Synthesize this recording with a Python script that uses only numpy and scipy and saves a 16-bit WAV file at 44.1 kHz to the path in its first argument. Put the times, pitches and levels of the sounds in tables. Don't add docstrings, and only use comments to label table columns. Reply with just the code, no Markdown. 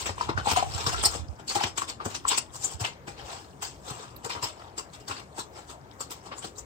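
import sys
import numpy as np
from scipy import signal
from scipy.io import wavfile

SR = 44100
rng = np.random.default_rng(int(sys.argv[2]) if len(sys.argv) > 2 else 0)


def wav_out(sig):
    wavfile.write(sys.argv[1], SR, np.round(np.clip(np.atleast_2d(sig).T, -1, 1) * 32767).astype(np.int16))


N = 293265
TIME = np.arange(N) / SR


def from_db(db):
    return 10 ** (np.asarray(db) / 20)


def rms_one(x):
    return x / np.sqrt(np.mean(x ** 2) + 1e-20)


def at_hz(points, hz):
    points_hz, values = np.array(points).T
    return np.interp(np.log(hz), np.log(points_hz), values)


def band(x, low_hz, high_hz):
    edges = [low_hz, min(high_hz, SR / 2 - 1)]
    return signal.sosfilt(signal.butter(2, edges, "band", fs=SR, output="sos"), x + 1e-18)


def flicker(rate):
    knots = rng.standard_normal(4096)
    return rms_one(np.interp(TIME * rate, np.arange(len(knots)), knots))


def swell(s, rise, fall, roundness=0.98):
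    since = TIME - s
    near = (since > -8 * rise) & (since < 8 * fall)
    out = np.zeros(N)
    out[near] = np.exp(-np.maximum(-since[near] / rise, since[near] / fall) ** roundness)
    return out


def add(out, s, sound):
    start = max(round(s * SR), 0)
    out[start:start + len(sound)] += sound[:N - start]


def ring(hz, t60):
    t = TIME[:SR // 4]
    return np.sin(2 * np.pi * hz * t) * from_db(-60 * t / t60)


def clicks(per_s, spread_db):
    born = rng.random((3, N)) < per_s / SR
    count = born.sum()
    sizes_db = spread_db * np.minimum(rng.exponential(1, count), 4)
    out = np.zeros((3, N))
    out[born] = from_db(sizes_db) * rng.choice([-1, 1], count)
    return out


# frequency in Hz, left minus right level in dB.
BALANCE = [(60, 2.7), (200, 4.1), (400, 5.3), (1300, 5.3), (2400, 4.3), (4400, 1.6), (5600, 0.84),
           (7000, 13.7), (8200, 2.9), (9500, 0.5), (15000, 1.5)]
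LEFT_LAG_S = .00027


def place(left, right, hz):
    half_db = at_hz(BALANCE, hz) / 2
    gains = from_db(half_db * np.array([[1], [-1]]))
    return rms_one(gains) * np.array([np.roll(left, round(LEFT_LAG_S * SR)), right])


# frequency in Hz, common share of power (clipped to 0..1 in use).
LIKENESS = [(60, 1.26), (300, 0.7), (900, 0.77), (2000, 0.21), (5000, -0.38), (8000, -0.34), (15000, -3)]


def coloured(drives, spectrum, patchy_db, patchy_rate, count):
    out = 0
    edges = np.geomspace(spectrum[0][0], spectrum[-1][0], count + 1)
    for k, (low, high) in enumerate(zip(edges, edges[1:])):
        hz = np.sqrt(low * high)
        alike = np.clip(at_hz(LIKENESS, hz), 0, 1)
        drive = drives[k % 2]
        pair = band(np.sqrt(alike) * drive[0] + np.sqrt(1 - alike) * drive[1:], low, high)
        level_db = at_hz(spectrum, hz) + patchy_db * flicker(patchy_rate)
        out = out + place(*pair, hz) * from_db(level_db)
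    return rms_one(out)


def grains(spectrum, per_s, spread_db, patchy_db, count):
    drives = [clicks(per_s, spread_db), clicks(per_s, spread_db)]
    return coloured(drives, spectrum, patchy_db, 60, count)


# time in seconds, right-hand level in dB.
BREEZE = [(0, -43), (.18, -46), (.3, -37.5), (1.0, -38), (1.25, -44), (1.45, -63), (1.7, -51), (2.2, -58.5),
          (6.65, -63.5)]
# frequency in Hz, relative level in dB per Hz.
WIND = [(40, -16), (50, 2), (62, 5.5), (80, 6.5), (120, -2.5), (170, -15.5), (300, -31.5)]
# start in seconds, level in dB ahead of the band filter.
PUFFS = [(0.349, -17), (0.745, -17.5), (1.191, -22), (1.215, -21), (1.286, -18), (2.741, -23.5)]


def wind():
    ports = [coloured(rng.standard_normal((2, 3, N)), WIND, 2.7, 12, count=6)[0] for port in range(2)]
    left_right_db = np.array([[-3], [0]])
    rumble = rms_one(np.array(ports)) * from_db(np.interp(TIME, *np.transpose(BREEZE)) + left_right_db)
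    puffs = np.zeros(N)
    for (s, level_db), detune in zip(PUFFS, rng.standard_normal(len(PUFFS))):
        add(puffs, s, from_db(level_db) * ring(78 * np.exp(0.071 * detune), 0.083))
    return rumble + band(puffs, 60, 190) * [[0], [1]]


# frequency in Hz, relative level in dB per Hz.
YARD = [(38, -31), (50, 4.5), (70, 1), (120, 2), (200, -6), (340, -4), (580, -6.5), (800, -4.5),
        (1800, -18.5), (5200, -36), (6600, -24.5), (7700, -26.5), (9500, -38), (15500, -34.5)]
YARD_DB = -48.5


def yard_hush():
    noise = rng.standard_normal((2, 3, N))
    return from_db(YARD_DB) * coloured(noise, YARD, 2.6, 16, count=22)


ATTACK_S, HOLD_SHARE = 0.0021, 0.3
BRUSH_DB, BRUSH_S = -10, 0.0056


def tread(s, settling):
    since = np.clip(TIME - s, 0, 1)
    onset = 1 - np.exp(-since / ATTACK_S)
    load = onset * np.exp(-np.maximum(since / settling - HOLD_SHARE, 0))
    return np.maximum(load, from_db(BRUSH_DB) * swell(s, BRUSH_S, BRUSH_S))


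# peak in seconds, fading time in seconds, stones in dB, fine grit in dB re stones.
SCUFFS = [(.005, 0.058, -36.5, 0), (0.219, 0.039, -37, -7.5), (0.494, 0.031, -28.5, -3.5),
          (0.789, 0.12, -36.5, -3.5), (0.933, 0.013, -35.5, -1.5), (.995, 0.043, -35, -10.5),
          (1.062, 0.01, -27, 3), (1.145, 0.034, -37, -1), (1.512, 0.021, -34.5, -19),
          (1.61, 0.017, -31.5, -13), (1.67, 0.021, -36.5, -7), (1.822, 0.019, -36.5, -1.5),
          (1.898, 0.017, -34.5, -3), (2.113, 0.036, -44, -2.5), (2.154, 0.011, -30, -7.5),
          (2.318, 0.036, -25.5, -10), (2.381, 0.0096, -25, 1), (2.559, 0.021, -48.5, 11.5),
          (2.649, 0.037, -42.5, 8), (2.722, 0.026, -45, 4), (3.2, 0.041, -46.5, -13),
          (3.322, 0.071, -41.5, -5.5), (3.89, 0.038, -43, 1), (4.0, 0.098, -49, -4.5),
          (4.61, 0.073, -55, -11), (4.793, 0.011, -40.5, -0.5), (5.118, 0.027, -39.5, -18),
          (5.181, 0.035, -44.5, -7.5), (5.395, 0.021, -40.5, 5), (5.578, 0.039, -49.5, -3.5),
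          (5.706, 0.023, -46.5, 0.5), (6.266, 0.025, -49, -2.5), (6.385, 0.021, -52.5, 7),
          (6.447, 0.025, -39, -0.5), (6.588, 0.017, -56.5, 16.5)]
SCUFF_RISE_SHARE, SCUFF_ROUNDNESS = 0.81, 1.27
SCUFF_SOLE_DB, SCUFF_TYPICAL_DB, SOLE_FOLLOWS = -35.5, -33.5, 0.5
# start in
# seconds, settling time in seconds, stones in dB, fine grit in dB re stones, hollow sole in dB re stones.
FOOTFALLS = [(0.057, 0.019, -28, -7.5, 2.5), (0.091, 0.013, -34, -5, 3.5), (0.287, 0.02, -36, -14, 8.5),
             (0.372, 0.023, -36.5, -11, 8.5), (0.47, 0.054, -33, -16, -2), (0.511, 0.013, -25, -5, 2.5),
             (.559, 0.028, -24, -7.5, -9), (0.623, 0.0063, -39.5, 1, 15), (0.863, 0.051, -31.5, -1, 2.5),
             (1.027, 0.047, -31.5, -1.5, 2.5), (1.112, 0.0057, -41.5, 12, -1),
             (1.395, 0.0089, -44, -8, 10.5), (1.476, 0.061, -38.5, 3.5, -19), (1.55, 0.018, -28, 1.5, 4.5),
             (1.636, 0.0067, -16.5, -9.5, -8), (1.774, 0.015, -27, -0.5, -2),
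             (2.002, 0.022, -45.5, -17, 12), (2.052, 0.015, -38, 6, 9), (2.279, 0.015, -32, 6.5, -9),
             (2.802, 0.028, -37, 3.5, 5.5), (2.84, 0.023, -27, -13, -3.5), (3.072, 0.028, -42.5, -4.5, 4),
             (3.619, 0.041, -35.5, -1, -3), (3.897, 0.035, -43, -1, 4.5), (4.243, 0.022, -42.5, 5, 10),
             (4.293, 0.039, -33, -9.5, -6), (4.349, .04, -49.5, -15, 13.5), (4.425, 0.031, -29.5, -3, -3.5),
             (4.775, 0.021, -39, 2, 2), (4.931, 0.021, -45.5, -3.5, 0.5), (5.002, 0.0088, -47.5, -0.5, -6),
             (5.078, 0.038, -43, 4, 5), (5.38, 0.016, -40.5, 1, 11), (6.003, 0.018, -40.5, 6.5, 4),
             (6.104, 0.027, -41, 0.5, 0), (6.316, 0.017, -40.5, -30, 7.5)]


def pressing():
    power = np.zeros((3, N))
    for s, settling, stones_db, grit_db, sole_db in FOOTFALLS:
        levels = from_db([stones_db, stones_db + grit_db, stones_db + sole_db])
        power += np.outer(levels, tread(s, settling)) ** 2
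    for s, fading, stones_db, grit_db in SCUFFS:
        sole_db = SCUFF_SOLE_DB + SOLE_FOLLOWS * (stones_db - SCUFF_TYPICAL_DB)
        levels = from_db([stones_db, stones_db + grit_db, sole_db])
        drag = swell(s, SCUFF_RISE_SHARE * fading, fading, SCUFF_ROUNDNESS)
        power += np.outer(levels, drag) ** 2
    jerks = from_db(1.43 * flicker(260))
    return np.sqrt(power) * jerks


def pebbles(force, per_s=12, t60=0.15, count=36):
    out = np.zeros((2, N))
    for hz in np.geomspace(2000, 9000, count) * np.exp(0.0244 * rng.standard_normal(count)):
        hits = clicks(per_s, 3.7)[0] * force
        mode = ring(hz, t60)[:SR // 20]
        mode[1] += 3
        mode = mode * np.sqrt(SR / (per_s * count * np.sum(mode ** 2)))
        sound = signal.oaconvolve(hits, mode)[:N]
        out += place(sound, sound * rng.choice([-1, 1]), hz)
    return out


# frequency in Hz, relative level in dB per Hz.
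COARSE = [(900, 6), (1400, -4.5), (1900, -3), (2700, 2), (3400, -3), (4600, -8.5)]
STONES = [(1800, -32), (2800, -4), (3700, -0.5), (4500, -1), (5300, 0.5), (6300, -8), (8000, -22)]
GRIT = [(4500, -7), (6000, -5.5), (6800, -3), (7700, 6), (8700, -5), (9600, -11.5), (12000, -19),
        (15500, -16)]
HOLLOW = [(150, -16.5), (340, -3), (480, 0), (610, -12.5), (760, 5.5), (950, -3), (1170, 2), (1450, -6),
          (2000, -13.5)]


def gravel(stones, grit, hollow, sorting=0.33):
    fineness = np.clip((grit + 1e-6) / (stones + 1e-6), .1, 3) ** sorting
    coarse_stones = stones / fineness * grains(COARSE, per_s=1500, spread_db=4.0, patchy_db=3.0, count=10)
    plain_stones = stones * fineness * grains(STONES, per_s=1700, spread_db=1.5, patchy_db=5.0, count=12)
    fine_grit = grit * grains(GRIT, per_s=1800, spread_db=3.5, patchy_db=3.0, count=20)
    sole = hollow * grains(HOLLOW, per_s=1100, spread_db=3.0, patchy_db=3, count=14)
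    return (from_db(-5.5) * coarse_stones + from_db(-1.5) * plain_stones + from_db(1.33) * fine_grit
            + from_db(-2.5) * sole + from_db(-14) * pebbles(stones))


SETTLING_DB = -64.5


def settling_stones():
    level = from_db(SETTLING_DB + 0.84 * flicker(7.6))
    return level * grains(STONES, per_s=220, spread_db=3.5, patchy_db=9.5, count=8)


ECHO_DB, YARD_T60_S = -11, 0.17


def walls(x):
    t = TIME[:SR // 2]
    tail = rng.standard_normal((2, len(t))) * from_db(-60 * t / YARD_T60_S)
    tail = band(tail * np.clip(t / 0.01, 0, 1), 150, 8000)
    tail *= np.sqrt(1 / np.sum(tail ** 2))
    return signal.fftconvolve(x, tail, axes=1)[:, :N]


# start in seconds, level in dB.
FIZZES = [(.513, -37), (1.03, -41), (1.052, -34), (2.282, -34.5), (3.62, -40), (4.161, -55), (4.432, -44),
          (5.38, -50), (6.002, -49), (6.108, -41)]
# frequency in Hz, relative level in dB per Hz.
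FIZZ = [(11000, -8), (12500, 13), (14000, 3.5), (16000, 0)]
CRACK = [(350, -13), (900, 23), (1800, 18), (3500, 8), (5500, -6.5), (9500, -11)]
CRACK_DB = -6.5


def cracks_and_fizzes():
    crack = sum(from_db(stones_db + CRACK_DB) * swell(s + 0.0027, 0.00015, 0.001)
                for s, _, stones_db, *_ in FOOTFALLS)
    fizz = sum(from_db(level_db) * swell(s + 0.00176, 0.0014, .018) for s, level_db in FIZZES)
    return (crack * grains(CRACK, per_s=9500, spread_db=-2.5, patchy_db=-3, count=8)
            + fizz * grains(FIZZ, per_s=6000, spread_db=7.0, patchy_db=5.0, count=3))


# start in seconds, thump in dB ahead of its band filter,
# thump pitch in Hz before a small random detuning, mud slap in dB.
LANDINGS = [(0.091, -25, 86, -32.5), (.289, -26, 135, -27.5), (0.374, -27, 112, -29.5),
            (.468, -28, 90, -29), (.516, -22, 85, -33), (.865, -23.5, 119, -36), (1.053, -43, 105, -38),
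            (1.149, -33, 97, -33), (1.558, -33, 101, -51), (1.637, -27.5, 91, -26.5),
            (2.057, -26, 93, -27.5), (2.809, -21.5, 112, -49), (3.075, -41, 111, -36.5),
            (3.904, -30, 137, -37.5), (4.245, -36, 120, -43), (4.357, -36, 101, -39),
            (4.427, -32.5, 99, -40), (5.096, -32.5, 92.5, -50), (5.384, -43, 110, -40.5),
            (6.441, -41, 115, -39)]
# frequency in Hz, relative level in dB per Hz.
MUD = [(110, -3), (210, -0.5), (320, 0.5), (480, 0.5), (700, -9), (1200, -20.5)]
THUMP_T60_S, SLAP_S = 0.093, 0.012


def landings():
    thump, slap = np.zeros(N), np.zeros(N)
    for (s, thump_db, hz, slap_db), detune in zip(LANDINGS, rng.standard_normal(len(LANDINGS))):
        add(thump, s, from_db(thump_db) * ring(hz * np.exp(0.052 * detune), THUMP_T60_S))
        slap += from_db(slap_db) * swell(s + 0.0028, 0.0016, SLAP_S)
    thump = band(thump, 71, 170)
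    return place(thump, thump, 100) + slap * grains(MUD, per_s=2000, spread_db=3.5, patchy_db=1.5, count=9)


# moment of the stop in seconds, level in dB, pitch in Hz.
KNOCKS = [(.181, -28, 970), (0.211, -18, 1040), (.292, -21, 864), (.333, -34, 1004), (.377, -22, 1420),
          (.46, -20.5, 855), (.472, -17.5, 854), (.489, -21, 870), (.563, -18.5, 1020), (.575, -14, 812),
          (.595, -23, 1000), (.627, -23.5, 778), (0.866, -24, 1124), (.945, -23.5, 1334), (1.561, -17, 817),
          (1.587, -24.5, 1150), (1.611, -20, 804), (1.82, -24, 1166), (2.003, -30.5, 1150),
          (2.061, -33, 1090), (2.253, -21, 1110), (2.331, -23, 1082), (2.848, -25, 793), (4.302, -26, 1003),
          (4.35, -31, 964), (5.111, -26, 1080), (5.383, -41, 1050), (6.316, -32, 1096)]
# multiple of the knock's pitch, level in dB re the knock, 60 dB decay time in seconds.
HOOF_MODES = [(.45, -24, 0.022), (.8, -34.5, 0.052), (1.001, 2, 0.027), (1.24, -3.5, 0.013),
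              (1.65, -15.5, 0.026), (2.9, -30, 0.0063), (4.3, -24, 0.011)]
KNOCK_BUILD_UP_S, KNOCK_TYPICAL_DB, BUILD_UP_FOLLOWS = .0013, -22, 0.57
GRIND_DB, GRIND_RISE_S, GRIND_FALL_S = -17.5, .004, 0.031


def knocks(hollow):
    out = np.zeros(N)
    grinding = sum(from_db(level_db + GRIND_DB) * swell(s, GRIND_RISE_S, GRIND_FALL_S)
                   for s, level_db, _ in KNOCKS)
    rubbing = np.hypot(from_db(-8) * hollow, grinding) * rms_one(clicks(1500, 3.8)[0])
    nearest = abs(TIME - np.array(KNOCKS)[:, :1]).argmin(axis=0)
    t = TIME[:SR // 5] - .03
    chances = rng.standard_normal((len(KNOCKS), 2, len(HOOF_MODES)))
    for k, ((s, level_db, hz), chance) in enumerate(zip(KNOCKS, chances)):
        hoof = 0
        build_up = KNOCK_BUILD_UP_S * from_db(BUILD_UP_FOLLOWS * (level_db - KNOCK_TYPICAL_DB))
        for (multiple, mode_db, t60), loud, detune in zip(HOOF_MODES, *chance):
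            envelope = np.exp(np.minimum(t / build_up, -np.log(1000) * t / t60))
            level = from_db(mode_db + 1.9 * loud) * np.sign(loud)
            mode_hz = hz * multiple * (1 + 0.026 * detune)
            hoof = hoof + level * envelope * np.sin(2 * np.pi * mode_hz * t)
        add(out, s + t[0], from_db(level_db) * hoof)
        answer = hoof[t > 0] / np.linalg.norm(hoof[t > 0])
        here = nearest == k
        add(out, TIME[here][0], signal.fftconvolve(rubbing[here], answer))
    return place(out, out, 1000)


# peak in seconds, level in dB, pitch in Hz.
SKIDS = [(1.035, -27, 8650), (1.058, -18.5, 8460), (1.056, -17, 5100), (1.059, -19, 4600),
         (2.287, -17.5, 7770), (2.65, -19.5, 7200), (4.441, -28.5, 5100), (4.788, -36, 4870),
         (6.393, -36, 7700), (6.591, -39, 6950)]
SKID_RISE_S, SKID_FALL_S, SKID_ROUNDNESS = 0.0076, 0.011, 1.3


def skids(width=0.1):
    out, chatter = np.zeros((2, N)), clicks(3500, 0.95)
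    mixed = 0.15 * chatter[0] + chatter[1:]
    for s, level_db, hz in SKIDS:
        squeal = rms_one(band(mixed, hz * (1 - width / 2), hz * (1 + width / 2)))
        envelope = swell(s, SKID_RISE_S, SKID_FALL_S, SKID_ROUNDNESS)
        out += from_db(level_db) * envelope * place(*squeal, hz)
    return out


def scene():
    stones, grit, hollow = pressing()
    feet = gravel(stones, grit, hollow) + settling_stones() + cracks_and_fizzes()
    feet = feet + landings() + knocks(hollow) + skids()
    return feet + from_db(ECHO_DB) * walls(feet) + yard_hush() + wind()


CUTOFF_HZ = 16000


def record(dry, dip_hz=10700, dip_width_hz=2600, low_cut_hz=44):
    dull = signal.lfilter(*signal.iirnotch(dip_hz, dip_hz / dip_width_hz, fs=SR), dry)
    mixed = 0.87 * dull + 0.14 * dry
    lean = signal.sosfilt(signal.butter(3, low_cut_hz, "high", fs=SR, output="sos"), mixed)
    return signal.sosfilt(signal.ellip(10, .3, 70, CUTOFF_HZ, fs=SR, output="sos"), lean)


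dry = scene()
out = record(dry)
wav_out(out)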